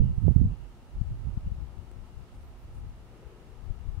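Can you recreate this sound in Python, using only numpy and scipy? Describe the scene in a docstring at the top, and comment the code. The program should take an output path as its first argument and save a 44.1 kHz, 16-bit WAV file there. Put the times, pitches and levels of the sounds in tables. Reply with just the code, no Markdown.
"""Wind thumps and rumbles on a camera microphone, hardest on the right at first: gusts buffet each of
its two ports on their own, and single eddies land as harder knocks. Behind them lies a quiet lawn:
distant outdoor air, faint mains hum and microphone hiss, with a far rush swelling once near the end.
Barely there are a few far peeps, touches of high fizz, one tiny tick and two thin, very high chirps,
perhaps an insect."""
import sys
import numpy as np
from scipy.fft import rfft, irfft, next_fast_len
from scipy.io import wavfile
from scipy.ndimage import uniform_filter1d, map_coordinates

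SR = 44100
rng = np.random.default_rng(int(sys.argv[2]) if len(sys.argv) > 2 else 0)


def log_audio(samples):
    """Write samples as a 16-bit WAV file to the path given in sys.argv[1]."""
    # one column per channel
    frames = np.atleast_2d(samples).T
    # limit to full scale, then quantise
    limited = np.clip(frames, -1, 1)
    pcm = np.round(limited * 32767).astype(np.int16)
    wavfile.write(sys.argv[1], SR, pcm)


N = 176400

# Stereo image of distant air. Each row: frequency in Hz, left-right likeness (1 is mono).
AIR_LIKENESS = [(60, 0.56), (200, 0.97), (400, 0.85), (700, 0.71), (1300, 0.47), (2400, 0.089)]


def amp(db):
    """Decibels to gain."""
    return 10 ** (np.asarray(db) / 20)


def unit(x):
    """Scale to rms 1."""
    return x / np.sqrt(np.mean(x ** 2) + 1e-20)


def clock():
    """Each sample's time in seconds."""
    return np.arange(N) / SR


def along(points, hz):
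    """Read (Hz, value) points on a log frequency axis."""
    freqs, values = np.transpose(points)
    return np.interp(np.log(hz + 1), np.log(freqs + 1), values)


def wobble(rate):
    """A smooth random drift, rate knots a second."""
    return map_coordinates(rng.standard_normal(int(N * rate / SR) + 4), [clock() * rate])


def envelope(start, rise, hold, fall):
    """Linear attack, hold and release, in seconds."""
    age = clock() - start
    return np.clip(np.minimum(age / rise, (rise + hold + fall - age) / fall), 0, 1)


def filtered(x, response):
    """Equalise x with a gain curve over Hz."""
    size = next_fast_len(N + SR // 2)
    return irfft(rfft(x, size) * response(np.fft.rfftfreq(size, 1 / SR)), size)[..., :N]


def noise(colour, likeness=((100, 0),)):
    """Coloured stereo noise of rms 1 with a given left-right likeness."""
    def mid_side_gains(hz):
        spread = np.arccos(np.clip(along(likeness, hz), -1, 1)) / 2
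        return amp(along(colour, hz)) * [np.cos(spread), np.sin(spread)]
    mid, side = filtered(rng.standard_normal((2, N)), mid_side_gains)
    return unit(np.array([mid + side, mid - side]))


def background():
    """A gently wavering bed of distant air, mains hum and microphone hiss."""
    # Tone of the air and of the hiss. Each row: frequency in Hz, relative level in dB.
    air_colour = [(30, -7), (100, 0.5), (200, -3), (300, -6), (400, -8), (600, -12), (850, -10),
                  (1150, -17), (1290, -13), (1500, -21.5), (2200, -27), (4000, -39.5), (9000, -57)]
    hiss_colour = [(200, -2), (1500, 1), (2300, 1.5), (2500, -1), (2780, 4), (3200, -1), (4500, -3.5),
                   (5500, -5.5), (8000, -8.5), (9600, -9), (12000, -13), (15500, -16)]
    # Mains harmonics. Each row: frequency in Hz, rms level in dB.
    harmonics = [(120, -63.5), (240, -69.5), (360, -70)]
    air = amp(-56.5 + 0.48 * wobble(3.63)) * noise(air_colour, AIR_LIKENESS)
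    hum = np.zeros(N)
    for hz, db in harmonics:
        peak = np.sqrt(2) * amp(db + 0.99 * wobble(5.4))
        hum += peak * np.sin(2 * np.pi * hz * clock() + 0.31 * wobble(4.05))
    hiss = amp(-67 + 0.22 * wobble(15)) * noise(hiss_colour)
    return air + hum + hiss * amp([[-.55], [.55]])  # the hiss leans right


def far_rush():
    """A soft, low rush swells and fades in the distance."""
    # Tone of the rush. Each row: frequency in Hz, relative level in dB.
    colour = [(150, -36), (280, -6.5), (370, 2.5), (520, -3), (700, -14), (1200, -19.5), (2800, -22),
              (6000, -50)]
    return amp(-59) * envelope(2.955, rise=.22, hold=.23, fall=.28) * noise(colour, AIR_LIKENESS)


def rustles():
    """Brief, faint touches of high fizz."""
    # The rustles. Each row: start in seconds, length in seconds, level in dB.
    touches = [(0, .5, -78.5), (2.276, 0.21, -78), (2.72, .1, -74)]
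    # Tone of the fizz. Each row: frequency in Hz, relative level in dB.
    colour = [(3000, -27), (5500, -4), (7000, -4), (9300, 5.5), (11000, -3), (12200, -5), (13300, -3),
              (15500, -15)]
    level = sum(amp(db) * envelope(start, length / 3, length / 3, length / 3)
                for start, length, db in touches)
    return level * noise(colour)


def tick():
    """One tiny burst of noise that dies at once."""
    # Tone of the tick. Each row: frequency in Hz, relative level in dB.
    colour = [(100, 22), (400, 17), (1000, 8), (2000, -12), (6500, -18), (7800, -5), (9600, -3),
              (11000, -20), (15000, -30)]
    start_s, t60_s = 1.9145, .018
    age = clock() - start_s
    decay = (age > 0) * amp(-45.5 - 60 * np.abs(age) / t60_s)
    return decay * noise(colour, likeness=[(1000, 0.77)])


def peeps():
    """Far, shrill peeps, perhaps frogs, smeared by distance into a narrow band."""
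    # The peeps. Each row: end of the attack in seconds, level in dB.
    calls = [(.02, -72), (.08, -77), (.25, -78), (0.521, -73.5), (.62, -74.5), (1.45, -74)]
    # Their band. Each row: frequency in Hz, relative level in dB.
    colour = [(1500, -56), (2500, -25.5), (2700, 2.5), (2930, 1), (3150, -14.5), (5000, -62.5)]
    rise = .03
    level = sum(amp(db) * envelope(time - rise, rise, hold=.032, fall=.05) for time, db in calls)
    return level * noise(colour, likeness=[(2800, 0.33)])


def chirps():
    """Two thin, wavering notes, each with a weaker partial below."""
    # Each row: start and length in seconds, pitch in Hz, levels of the note and its lower partial in dB.
    notes = [(2.425, .08, 13610, -82.5, -96), (2.572, 0.083, 13680, -82.5, -85)]
    lower_ratio, waver, edge_s = .752, .006, .015
    out = np.zeros(N)
    for start, length, hz, db, lower_db in notes:
        phase = 2 * np.pi * np.cumsum(hz * (1 + waver * wobble(350))) / SR
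        note = amp(db) * np.sin(phase) + amp(lower_db) * np.sin(lower_ratio * phase)
        out += np.sqrt(2) * note * envelope(start, edge_s, length - 2 * edge_s, edge_s)
    return out


def thumps():
    """An eddy crossing a port pulls and then pushes once."""
    # Each row: centre in seconds, level in dB, half width in seconds, port (0 left, 1 right).
    hits = [(.003, -7.5, 0.0047, 1), (.184, -14, 0.0028, 1), (.282, -13, 0.00072, 1), (.364, -5, 0.0019, 1),
            (.416, -9.5, 0.0017, 1), (1.016, -13.5, 0.0026, 0), (1.376, -17, 0.0022, 0),
            (1.521, -20.5, 0.0028, 0), (3.708, -19, 0.0045, 0), (3.889, -23, 0.0041, 0)]
    out = np.zeros((2, N))
    for centre, db, half_width, port in hits:
        crossing = (clock() - centre) / half_width
        out[round(port)] += amp(db) * 2 * crossing / (1 + crossing ** 2 / 3) ** 3
    return out


def turbulence(colour, window=1800):
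    """Unrelated rumble at each port, its level evened out over window samples."""
    rumble = noise(colour)
    power = uniform_filter1d(uniform_filter1d(rumble ** 2, window), window)
    return unit(rumble / np.sqrt(np.abs(power) + 1e-9))


def wind():
    """Each port has its own gusts; the harder it blows, the smaller the eddies and higher the rumble."""
    # Gust strength at each port. Each row: time in seconds, level in dB.
    left_gusts = [(0, -28.5), (.12, -31), (.2, -43.5), (.4, -42), (.46, -17.5), (.55, -50), (.91, -53.5),
                  (.98, -31.5), (1.12, -29.5), (1.2, -47.5), (1.33, -44.5), (1.53, -36), (1.87, -46),
                  (1.98, -37), (2.12, -48), (2.21, -37.5), (2.29, -58), (2.38, -41.5), (2.6, -55.5),
                  (2.72, -45), (2.83, -39), (2.97, -48.5), (3.42, -51), (3.6, -41.5), (3.7, -32.5),
                  (3.77, -37), (3.89, -35), (4, -34.5)]
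    right_gusts = [(0, -13), (.08, -26.5), (.14, -31), (.21, -30), (.26, -14), (.31, -17), (.338, -30),
                   (.37, -18), (.45, -20), (.57, -41), (.64, -35), (.76, -53), (.91, -49), (0.964, -31.5),
                   (1.06, -53), (1.109, -29.5), (1.19, -35), (1.279, -26.5), (1.41, -39.5), (1.48, -39),
                   (1.75, -58.5), (2.25, -53), (2.36, -48), (2.87, -42.5), (3.15, -61), (3.83, -63),
                   (3.93, -44), (4, -67)]
    # Puffs riding the gusts. Each row: centre in seconds, boost in dB, port (0 left, 1 right).
    puffs = [(.055, 2, 1), (0.1, 5, 1), (.315, 2, 1), (0.523, 8.5, 1), (1.461, 9.5, 1), (1.565, 6, 1),
             (1.471, 11, 0), (1.62, 9.5, 0), (1.79, 6.5, 0), (2.176, 3, 0), (2.655, 12.5, 0), (2.779, 8, 0),
             (2.828, 4.5, 0), (2.886, 10, 0), (3.27, 10, 0), (3.971, 5, 0)]
    # Tone of the rumble at three strengths. Each row: frequency in Hz, relative level in dB.
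    gentle = [(10, -18), (25, -5), (45, 3.5), (62, -2), (85, -7), (120, -13.5), (170, -19.5), (260, -37),
              (500, -60), (2000, -120)]
    brisk = [(10, -8), (25, -8.5), (50, 3.5), (90, 2), (150, -11.5), (210, -23), (300, -38), (500, -54.5),
             (2000, -110)]
    strong = [(10, -18.5), (30, -10), (55, 4.5), (85, 5.5), (160, 0.5), (220, -10.5), (310, -26),
              (450, -32.5), (800, -51), (2000, -100)]
    strengths_db = [-38.5, -29.5, -18.5]  # wind levels at which each tone takes over
    flutter_db, puff_half_s = 0.9, 0.02
    level_db = np.array([np.interp(clock(), *np.transpose(gusts)) + flutter_db * wobble(rate=26)
                         for gusts in (left_gusts, right_gusts)])
    for centre, db, port in puffs:
        level_db[round(port)] += db * np.exp(-((clock() - centre) / puff_half_s) ** 2)
    rumble = np.zeros((2, N))
    for colour, weights in zip((gentle, brisk, strong), np.eye(3)):
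        share = np.interp(level_db, strengths_db, weights)
        rumble += np.sqrt(share) * turbulence(colour)  # equal-power crossfade
    return amp(level_db) * rumble


def scene():
    """Wind on the microphone over the quiet lawn."""
    return wind() + thumps() + background() + far_rush() + peeps() + rustles() + tick() + chirps()


def record(dry):
    """The sound fades in and out over two milliseconds, and the camera keeps nothing above its band limit."""
    fade_s, top_hz = .002, 15720
    faded = dry * envelope(0, fade_s, N / SR - 2 * fade_s, fade_s)
    return filtered(faded, lambda hz: hz < top_hz)


dry = scene()
out = record(dry)
log_audio(out)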